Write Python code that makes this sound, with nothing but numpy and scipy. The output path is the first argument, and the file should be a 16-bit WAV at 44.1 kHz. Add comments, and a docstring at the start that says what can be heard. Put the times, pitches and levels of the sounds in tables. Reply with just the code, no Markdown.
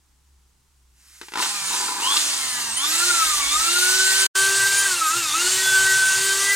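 """A mains drill spins a flap sanding wheel over a plank in a quiet workshop. First a low drone (a wavering
sine) swells once over coloured-noise room tone, a soft noise rustle follows, and trigger clicks ring plastic.
Gears jerk into motion (knocks ringing the case) and the drone fades; a whine of rotor harmonics rises and sags
under load, with hissing cooling air and grit, gears rattling at twice the mains rate, and one short scrape.
The sound breaks off for a moment, then returns with both channels alike and runs on to the end."""
import sys
import numpy as np
from scipy import signal
from scipy.fft import rfft, irfft
from scipy.io import wavfile
from scipy.ndimage import uniform_filter1d, map_coordinates

SR = 44100
rng = np.random.default_rng(int(sys.argv[2]) if len(sys.argv) > 2 else 0)


def persist_wave(psi):
    """Save psi, clipped to +-1, as 16-bit WAV."""
    counts = np.round(np.clip(psi, -1, 1) * 32767).astype(np.int16)
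    wavfile.write(sys.argv[1], SR, np.atleast_2d(counts).T)


N = 288855
T = np.arange(N) / SR
HZ = np.fft.rfftfreq(N, 1 / SR)
PULSE_HZ = 100  # torque and current pulses, twice the mains rate
TOP_HZ = 15900
FULL_SPEED_HZ = 385
OPPOSED = np.array([[1], [-1]])  # opposite sign in left and right


def undb(db):
    """Gain of a level in dB."""
    return 10 ** (np.asarray(db) / 20)


def level(x, db):
    """Scale to an rms level."""
    return x * undb(db) / np.sqrt(np.mean(x ** 2))


def curves(rows, silent_db=None):
    """Columns of a timed table, interpolated to every sample."""
    s, *columns = np.transpose(rows)
    return [np.interp(T, s, column, silent_db, silent_db) for column in columns]


def shape(table):
    """A spectrum table interpolated to every frequency bin."""
    hz, value = np.transpose(table)
    return np.interp(np.log(HZ + 20), np.log(hz + 20), value)


def filtered_noise(gain):
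    """White noise weighted by a gain per frequency bin, at rms 1."""
    return level(irfft(rfft(rng.standard_normal(N)) * gain, N), 0)


def noise(table):
    """Noise of rms 1 with the colour of a spectrum table."""
    return filtered_noise(undb(shape(table)))


def band(hz, octaves):
    """Noise of rms 1 in a bell-shaped band."""
    return filtered_noise(np.exp(-(np.log2((HZ + 1) / hz) / octaves) ** 2))


def walk(rate_hz):
    """Random levels held for one period of the rate and slewed twice; spread near 1."""
    hold = int(SR / rate_hz)
    steps = np.repeat(rng.standard_normal(N // hold + 1), hold)
    return 1.416 * uniform_filter1d(uniform_filter1d(steps, hold), hold)[:N]


def bump(start_s, end_s):
    """A smooth swell between two times."""
    part = np.linspace(0, 1, 101)
    return np.interp(T, start_s + part * (end_s - start_s), np.abs(np.sin(np.pi * part)) ** .7, 0, 0)


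# Room tone colour. Each row: frequency in Hz, relative density in dB per Hz.
SHOP_SPECTRUM = [(30, -34), (60, -32), (97, -35), (136, -30), (200, -38), (389, -41), (575, -51),
                 (700, -47), (850, -41), (2180, -47), (8060, -44), (15500, -56)]
SHOP_DB, SHOP_APART = -66, .6


def shop():
    """Steady room tone: one noise common to both channels, a weaker one opposed in them."""
    return undb(SHOP_DB) * (noise(SHOP_SPECTRUM) + SHOP_APART * noise(SHOP_SPECTRUM) * OPPOSED)


DRONE_HZ, DRONE_DB = 65.4, -58.5
SWELL_START_S, SWELL_END_S, SWELL_DB = 0.26, 0.52, 4.9


def drone():
    """A low sine, unsteady in pitch and level, swells once and fades out by 1.5 s."""
    gain = undb(DRONE_DB + SWELL_DB * bump(SWELL_START_S, SWELL_END_S) + 3.1 * walk(8.3))
    phase = 2 * np.pi * np.cumsum(DRONE_HZ + 3.25 * walk(11.0)) / SR
    return gain * np.sin(phase) * np.clip((1.5 - T) / 0.17, 0, 1)


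# Spells of bench rumble and floor thud.
# Each row: start in seconds, end in seconds, selector in Hz (above 80 bench, else floor), gain in dB.
RUMBLES = [(2.514, 2.8, 120, -59), (3.23, 3.72, 49, -50), (4.406, 4.517, 120, -48),
           (4.567, 4.774, 120, -49), (5.222, 5.37, 120, -56), (5.445, 6.426, 120, -50.5),
           (6.297, 6.5, 49, -63)]
BENCH_DB, FLOOR_DB, SHAKE_DB = -63.5, -62.5, 5
RUMBLE_FALL_DB_PER_OCTAVE = 4


def bench_and_floor(hz):
    """Bench and floor shake in low bands, less as the rotor slows; timed spells add to it."""
    bench, floor = band(115.0, 0.49), band(46.4, 0.39)
    shake = undb(BENCH_DB + SHAKE_DB * walk(24.21)) * bench
    shake += undb(FLOOR_DB + SHAKE_DB * walk(11)) * floor
    shake *= undb(RUMBLE_FALL_DB_PER_OCTAVE * np.log2(hz / FULL_SPEED_HZ))
    for start_s, end_s, selector_hz, db in RUMBLES:
        shake += undb(db) * bump(start_s, end_s) * (bench if selector_hz > 80 else floor)
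    return shake


RUSTLE_START_S, RUSTLE_END_S, RUSTLE_DB = 0.89, 1.84, -48.5


def rustle():
    """A soft rustle: a bright and a weaker middle noise band under one flickering swell."""
    gain = undb(RUSTLE_DB + 1.0 * walk(29.5)) * bump(RUSTLE_START_S, RUSTLE_END_S) ** 2
    return gain * (band(6200, 0.91) + .5 * band(1970, 1.0))


SCRAPE_START_S, SCRAPE_LENGTH_S, SCRAPE_HZ, SCRAPE_DB = 2.165, .013, 3700, -18


def scrape():
    """A short bright scrape: a gated noise band."""
    gate = (T > SCRAPE_START_S) * (T < SCRAPE_START_S + SCRAPE_LENGTH_S)
    return undb(SCRAPE_DB) * band(SCRAPE_HZ, 0.62) * gate


def ring(blows, modes):
    """A body rings with its modes; too small to radiate bass, dead between its low and middle modes."""
    t = T[:SR // 8]
    response = sum(undb(db) * np.sin(2 * np.pi * hz * t) * 1000 ** (-t / t60_s) for hz, db, t60_s in modes)
    no_bass = signal.butter(2, 250, "high", fs=SR, output="sos")
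    dead_gap = signal.butter(1, (540, 800), "bandstop", fs=SR, output="sos")
    rung = signal.fftconvolve(blows, response / np.abs(response).max())[:N]
    return signal.sosfilt(np.vstack([no_bass, dead_gap]), rung)


# Modes of the trigger plastic, then of housing and gear case.
# Each row: frequency in Hz, relative strength in dB, t60 in seconds.
TRIGGER_MODES = [(356, -5, 0.073), (440, 0, .04), (900, 1, .03), (1445, -2, 0.067), (1960, -2, 0.05),
                 (3260, -10, 0.022)]
CASE_MODES = [(330, -7, .04), (390, -4, .05), (455, -7, .04), (820, -13, .04), (890, 0, .06), (990, 3, .06),
              (1045, 0, .05), (1170, -6, .05), (1250, -5, .04), (1350, -2, .045), (1480, -5, .035),
              (1670, -8, .025), (2000, -8, .015)]
# Trigger clicks, then first jerks of the gears.
# Each row: time in seconds, relative strength in dB, crack against that strength in dB.
TRIGGER_CLICKS = [(1.214, -23, 2), (1.231, -30, -2), (1.284, -34, 9), (1.32, -26, -1)]
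GEAR_KNOCKS = [(1.337, -17.5, 2), (1.356, -14, -0.5), (1.373, -9, -3), (1.384, -17, 2), (1.393, -11, -0.5),
               (1.424, -17.5, 9), (1.435, -24.5, 5)]


def knocks():
    """Each click or knock is a few ms of noise crack that also rings the trigger or the case."""
    rings, cracks = np.zeros(N), np.zeros(N)
    for hits, modes in ((TRIGGER_CLICKS, TRIGGER_MODES), (GEAR_KNOCKS, CASE_MODES)):
        blows = np.zeros(N)
        for s, db, crack_db in hits:
            blows[int(s * SR)] = undb(db)
            cracks[int(s * SR)] = undb(db + crack_db)
        rings += 0.64 * ring(blows, modes)
    crack_decay = np.convolve(cracks, np.exp(-T[:900] / 0.0066))[:N]
    return rings + 0.31 * crack_decay * band(1970, 1.55)


# Spells of harder gear rattle. Each row: start in seconds, end in seconds, added gain in dB.
RATTLE_SPELLS = [(1.353, 1.477, -33.5), (1.701, 2.179, -36)]
RATTLE_DB = -42.5


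def gears(running):
    """Torque pulses at twice the mains rate chatter the teeth unevenly, every other pulse harder."""
    at_s = np.arange(0, T[-1] - .02, 1 / PULSE_HZ)
    jitter, strength = rng.standard_normal((len(at_s), 2)).T
    alternate = (-1) ** np.arange(len(at_s))
    blows = np.zeros(N)
    blows[np.abs((at_s + .0012 * jitter) * SR).astype(int)] = undb(1.7 * strength + 2.2 * alternate)
    chatter = np.convolve(blows, np.exp(-T[:500] / 0.0082))[:N] + 0.14
    gain = undb(RATTLE_DB) * running
    gain += sum(undb(db) * bump(start_s, end_s) ** 0.12 for start_s, end_s, db in RATTLE_SPELLS)
    return gain * level(ring(chatter * band(1740, 2.64), CASE_MODES), 0)


# Air against speed. Each row: rotor speed in Hz, gain in dB.
BLAST = [(190, -31), (230, -28.5), (290, -25), (350, -22), (400, -20.5)]
# The vents turn towards the microphone and away. Each row: time in seconds, gain in dB.
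VENTS = [(1.4, 2.5), (1.62, 1), (1.75, 3.5), (1.95, -1), (2.2, 0.5), (2.75, -2), (3.1, 0.5), (4.2, -0.5),
         (4.45, -0.5), (5.05, -3), (5.45, -0.5), (6.55, -2.5)]
PULL_DB, HARD_PULL_HZ_PER_S = 0.5, 800


def air_level_db(hz):
    """Air gain follows rotor speed and vent direction, with a little more while the rotor speeds up."""
    rise_hz_per_s = np.gradient(np.roll(hz, int(0.0045 * SR))) * SR
    pull = np.clip(rise_hz_per_s / HARD_PULL_HZ_PER_S, 0, 1)
    blast_db = np.interp(hz, *np.transpose(BLAST))
    return blast_db + PULL_DB * uniform_filter1d(pull, int(.15 * SR)) + curves(VENTS)[0]


# Air and grit colour. Each row: frequency in Hz, relative density in dB per Hz.
AIR_SPECTRUM = [(40, -91), (200, -29.5), (500, -28), (700, -22.5), (900, -21.5), (1300, -16), (2200, -13.5),
                (3200, -11.5), (4300, -9), (5300, -11), (6500, -8.5), (9200, -10), (10000, -17.5),
                (13000, -25), (15500, -30.5)]
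# Air reaching the ports by different paths. Each row: frequency in Hz, gain in dB.
SPREAD = [(500, -9), (1200, -6), (2500, -5), (5000, -3), (8000, -12), (15000, -9)]


def spread_air(air_db):
    """Air that reaches the two ports by different paths: a further noise, opposed in the channels."""
    unlike = irfft(rfft(noise(AIR_SPECTRUM)) * undb(shape(SPREAD)), N)
    return unlike * undb(air_db + 1.5) * OPPOSED


PATCH_DB, PATCH_S, PATCH_OCTAVES = 1.5, .06, .2  # grain of the hiss


def air(turn):
    """Fan wind and grit on wood: spectral patches surge and sink at random, each rotor turn pulses them."""
    hz, s, cells = signal.stft(noise(AIR_SPECTRUM), SR, nperseg=512)
    where = np.meshgrid(np.log2(hz + 200) / PATCH_OCTAVES, s / PATCH_S, indexing="ij")
    patches = map_coordinates(rng.standard_normal((200, 400)), where, order=1, mode="wrap")
    hiss = signal.istft(cells * undb(PATCH_DB * patches), SR, nperseg=512)[1][:N]
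    return level(hiss * undb(0.57 * walk(60)) * (1 + 0.16 * np.sin(turn)), 1.44)


# Trigger and pressure on the plank change.
# Each row: time in seconds, speed the rotor heads for in Hz, its time constant in seconds.
LOADS = [(1.364, 372, .355), (1.416, 166, .316), (1.693, 214, .405), (1.999, 328, .113), (2.183, 50, 1.446),
         (2.737, 390, .209), (3.082, 50, 1.227), (3.47, 389, .245), (4.4, 417, 1.5), (4.857, 167, .465),
         (5.087, 374, .08), (5.189, 244, .151), (5.318, 383, .091), (6.172, 450, 1.492)]
START_HZ, EASE_S = 198, .035


def speed():
    """The rotor runs exponentially towards each new speed; a moving average rounds the corners."""
    hz, now = np.full(N, float(START_HZ)), START_HZ
    for (s, aim, lag_s), (until_s, _, _) in zip(LOADS, LOADS[1:] + LOADS[-1:]):
        hz[T >= s] = aim + (now - aim) * np.exp(-(T[T >= s] - s) / lag_s)
        now = aim + (now - aim) * np.exp(-(until_s - s) / lag_s)
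    return uniform_filter1d(hz, int(EASE_S * SR))


def rotor_angle(hz):
    """Rotor phase in radians, with slight random speed jitter."""
    return 2 * np.pi * np.cumsum(hz * (1 + 0.001458 * walk(30))) / SR


BLADES_DB, BLADES_WIDTH_HZ = -33, 500


def fan_blades(turn, slow_octaves):
    """Twelve fan blades chop the air into a rough band, weaker at lower speed."""
    gain = undb(BLADES_DB + 11.0 * slow_octaves + 0.65 * walk(1.8))
    return gain * walk(BLADES_WIDTH_HZ) * np.sin(12 * turn)


# The motor draws a surge of current. Each row: start in seconds, end in seconds, relative level in dB.
BUZZES = [(2.01, 2.175, -30), (2.755, 2.89, -31), (3.45, 3.6, -32), (5.26, 5.345, -33)]


def commutator(turn):
    """The commutator buzzes on the twelfth harmonic, beating with the current at twice the mains rate."""
    current = np.sin(np.pi * PULSE_HZ * T) ** 2
    surge = sum(undb(db) * bump(start_s, end_s) for start_s, end_s, db in BUZZES)
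    return surge * (.25 + 3.6 * current) * undb(2.8 * walk(73)) * np.sin(12 * turn + 1.1 * walk(300))


# Housing resonances. Each row: centre in Hz, width in Hz, lift in dB.
HOUSING = [(1165, 60, 13), (1650, 150, 4), (1970, 60, 10), (2400, 120, 5), (3450, 50, 11), (4750, 110, 8),
           (7500, 350, 6), (9250, 250, 10), (14400, 500, 4)]


def housing_db(hz):
    """Lift of a tone as it passes the housing resonances."""
    grid = np.arange(0, SR / 2, 5)
    lift = sum(db * np.exp(-((grid - centre) / width) ** 2) for centre, width, db in HOUSING)
    return np.interp(hz, grid, lift)


# Faint harmonic. Each row: multiple of rotor speed, base level in dB, fall in dB per octave of lost speed.
FAINT_HARMONICS = [(6, -46, 15.5)]
# Upper harmonics of the rotor, each coming and going unevenly over time.
# Each row: time in seconds, then base level in dB of each multiple listed in UPPER_MULTIPLES.
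UPPER_MULTIPLES = (12, 20, 24, 37, 48)
UPPER = [(1.4, -54, -60, -60, -42, -52), (1.54, -44, -60, -62, -43, -46), (1.66, -43, -60, -60, -44, -48),
         (1.74, -58, -60, -54, -44, -50), (1.82, -62, -60, -46, -46, -54), (1.96, -64, -60, -45, -52, -58),
         (2.05, -58, -58, -54, -48, -62), (2.3, -54, -52, -48, -44, -66), (2.65, -58, -52, -48, -42, -66),
         (2.8, -52, -50, -46, -35, -66), (3.07, -50, -48, -42, -50, -70), (3.3, -50, -48, -44, -39, -70),
         (3.6, -48, -44, -38, -41, -70), (4.2, -48, -46, -42, -42, -70), (4.8, -48, -48, -42, -44, -70),
         (5.08, -52, -46, -42, -38, -70), (5.3, -54, -50, -44, -39, -70), (5.42, -50, -38, -46, -44, -70),
         (5.9, -47, -40, -44, -43, -70), (6.15, -47, -52, -48, -48, -70), (6.55, -47, -52, -46, -41, -70)]


def upper_harmonics(hz, turn, slow_octaves, strain):
    """Tones on rotor multiples flicker, waver in phase and swell on housing resonances."""
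    flicker_db, waver = 4 * walk(45) + 1.8 * walk(10), .75 * walk(90)
    upper = [(k, db, 0) for k, db in zip(UPPER_MULTIPLES, curves(UPPER))]
    out = np.zeros(N)
    for k, db, fall_db in FAINT_HARMONICS + upper:
        shift = k * 7919  # samples; gives each tone its own flicker
        lift_db = fall_db * slow_octaves + housing_db(k * hz) + np.roll(flicker_db, shift)
        phase = k * turn + (1 + strain) * np.roll(waver, shift)
        out += undb(db + lift_db) * (k * hz < TOP_HZ) * np.sin(phase)
    return out


# Lower harmonics of the rotor, each swelling and fading unevenly over time.
# Each row: time in seconds, then base level in dB of each multiple listed in LOWER_MULTIPLES.
LOWER_MULTIPLES = (1, 3, 4, 5, 7, 8, 9)
WHINE = [(1.4, -55, -60, -37, -47, -53, -50, -45), (1.7, -51.5, -63, -57, -45, -44, -46, -41),
         (1.95, -58, -69, -64, -35.5, -58, -58, -53), (2.05, -63, -56, -25, -48, -57, -58, -58),
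         (2.2, -50.5, -50, -40, -41, -42, -54, -58), (2.45, -53, -54, -42.5, -42, -41, -39.5, -52),
         (2.75, -49.5, -58, -42, -45, -43, -42, -56), (2.85, -46, -43, -35, -38, -51, -39, -58),
         (2.95, -44, -58, -32.5, -35, -58, -38, -42), (3.07, -35, -58, -26.5, -43, -40, -39, -42),
         (3.17, -45, -58, -26.5, -38, -38, -47, -45), (3.28, -52, -59, -23.5, -36, -33, -40, -58),
         (3.38, -52, -59, -29, -50, -50, -41, -58), (3.47, -48, -62, -38.5, -51, -47, -24, -58),
         (3.57, -47, -63, -24.5, -41, -38, -39, -52), (3.66, -44, -55, -26.5, -47, -38, -37, -51),
         (3.75, -38, -62, -25, -50, -58, -28, -58), (3.87, -37, -49, -20.5, -45, -47, -37, -47),
         (4.0, -35.5, -49, -20.5, -48, -52, -29, -55), (4.12, -43.5, -42, -23, -32, -49, -39, -44),
         (4.22, -42, -46.5, -23.5, -43, -56, -27, -33.5), (4.42, -34.5, -28, -17.5, -44, -50, -30, -43),
         (4.52, -33.5, -34.5, -21.5, -43, -37, -40, -37), (4.64, -37.5, -35.5, -18, -33, -43, -38, -42),
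         (4.76, -40.5, -43, -23, -41, -37, -39, -46), (4.85, -44, -37.5, -21, -34, -38, -26, -43),
         (4.93, -35, -37, -26, -49, -35, -34, -41), (5.01, -48, -47, -28, -43, -39, -31, -48),
         (5.09, -50, -58, -19.5, -28, -40, -35, -51), (5.17, -34.5, -49, -27.5, -46, -47, -35, -58),
         (5.24, -45, -56, -27.5, -42, -37, -33, -58), (5.3, -53, -50, -36.5, -40, -43, -37, -58),
         (5.38, -38, -45, -21, -47, -43, -27.5, -41), (5.46, -34, -56, -29.5, -48, -58, -28, -58),
         (5.56, -37, -45, -33, -35, -58, -28.5, -34), (5.66, -40, -55, -21.5, -32, -34, -40, -28),
         (5.76, -37.5, -38.5, -16, -54, -41, -29, -29.5), (5.88, -36.5, -38.5, -16.5, -26.5, -33, -32, -43),
         (6.02, -42, -50, -16.5, -47, -46, -35, -26), (6.12, -49, -38, -19, -40, -30, -39, -45),
         (6.22, -34, -39, -29.5, -34, -51, -40, -45), (6.31, -36.5, -36, -22.5, -39, -48, -26, -45),
         (6.41, -34, -33.5, -31.5, -25, -34, -42, -47), (6.5, -37.5, -40, -25.5, -21.5, -44, -33, -43)]


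def lower_harmonics(turn, strain):
    """Unbalance once a turn and whine on low multiples; speed changes shake the fourth and eighth."""
    lower = dict(zip(LOWER_MULTIPLES, curves(WHINE)))
    unbalance_db, whine_db, octave_db = lower.pop(1), lower.pop(4), lower.pop(8)
    out = undb(unbalance_db + 1.96 * walk(25)) * np.sin(turn)
    for k, db in lower.items():
        out += undb(db + 2.9 * walk(30)) * np.sin(k * turn + 0.091 * k * walk(50))
    octave_phase = 8 * turn + (.5 + .6 * strain) * walk(70)
    out += undb(octave_db + (2.2 + 1.5 * strain) * walk(60)) * np.sin(octave_phase)
    whine_phase = 4 * turn + (0.3 + 0.8 * strain) * walk(55)
    out += undb(whine_db + (1.3 + 3.5 * strain) * walk(75)) * np.sin(whine_phase)
    return out


def rotor(hz, turn):
    """The motor's voice: harmonics of rotor speed, commutator buzz and blade chop."""
    strain = np.clip(np.abs(np.gradient(hz)) * SR / 250, 0, 1)  # full at 250 Hz per s
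    slow_octaves = np.log2(hz / FULL_SPEED_HZ)  # negative below full speed
    tones = lower_harmonics(turn, strain) + upper_harmonics(hz, turn, slow_octaves, strain)
    return tones + commutator(turn) + fan_blades(turn, slow_octaves)


# Lag between the microphone ports. Each row: frequency in Hz, phase lead of left in radians.
PORT_LEAD = [(0, 0), (300, -.2), (700, -.6), (1500, -.55), (2400, -1.4), (4500, -1.5), (5600, -1.2),
             (6800, -.3), (15600, -.2)]
# Tilt between the ports. Each row: frequency in Hz, left minus right in dB.
PORT_TILT = [(60, -1.5), (380, 2), (1290, 3), (2380, 1), (4400, 2), (8120, -6.5), (15000, -3)]
# Wall echoes. Each row: frequency in Hz, gain in dB.
WALLS = [(60, -24), (400, -17), (800, -8), (1400, -13), (2500, -8), (5000, -8), (8000, -13), (15000, -11)]
WALLS_T60_S = 0.22


def ports(x):
    """Two microphone ports hear the drill with their own lag and tilt, and different wall echoes."""
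    t = T[:int(.3 * SR)]
    tails = rng.standard_normal((2, len(t))) * 1000 ** (-t / WALLS_T60_S)
    tails /= np.sqrt(np.sum(tails ** 2, axis=1, keepdims=True))
    half = undb(shape(PORT_TILT) / 2) * np.exp(.5j * shape(PORT_LEAD))
    response = irfft(np.array([half, 1 / half]) + undb(shape(WALLS)) * rfft(tails, N), N)
    early = 2000  # samples kept ahead of the direct sound, for the phase leads
    response = np.roll(response, early, axis=1)[:, :SR // 2]
    return signal.fftconvolve(x[None], response, axes=1)[:, early:early + N]


def scene():
    """Workshop, bench and drill; only the drill, rustle and scrape pass through the port filters."""
    hz = speed()
    turn = rotor_angle(hz)
    air_db = air_level_db(hz)
    running = np.clip((T - 1.33) / 0.088, 0, 1) ** 2
    low = drone() + running * bench_and_floor(hz) + undb(-73.0) * band(35, .7)
    drill = running * (rotor(hz, turn) + undb(air_db) * air(turn))
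    drill += gears(running) + knocks() + scrape() + rustle()
    return ports(drill) + running * spread_air(air_db) + low + shop()


BREAK_START_S, BREAK_END_S = 4.265, 4.355
FADE_OUT_S, FADE_IN_S = .0017, .0016  # time constants


def record(dry):
    """The sound drops out briefly and comes back folded to mono; the top is cut."""
    dry = np.where(T > (BREAK_START_S + BREAK_END_S) / 2, dry.mean(axis=0), dry)
    fade_out = np.exp(-np.clip(T - BREAK_START_S, 0, 1) / FADE_OUT_S)
    fade_in = np.exp(-np.clip(BREAK_END_S - T, 0, 1) / FADE_IN_S)
    gate = np.minimum(fade_out + fade_in, 1)
    return signal.sosfilt(signal.ellip(10, .2, 70, TOP_HZ, fs=SR, output="sos"), dry * gate)


dry = scene()
out = record(dry)
persist_wave(out)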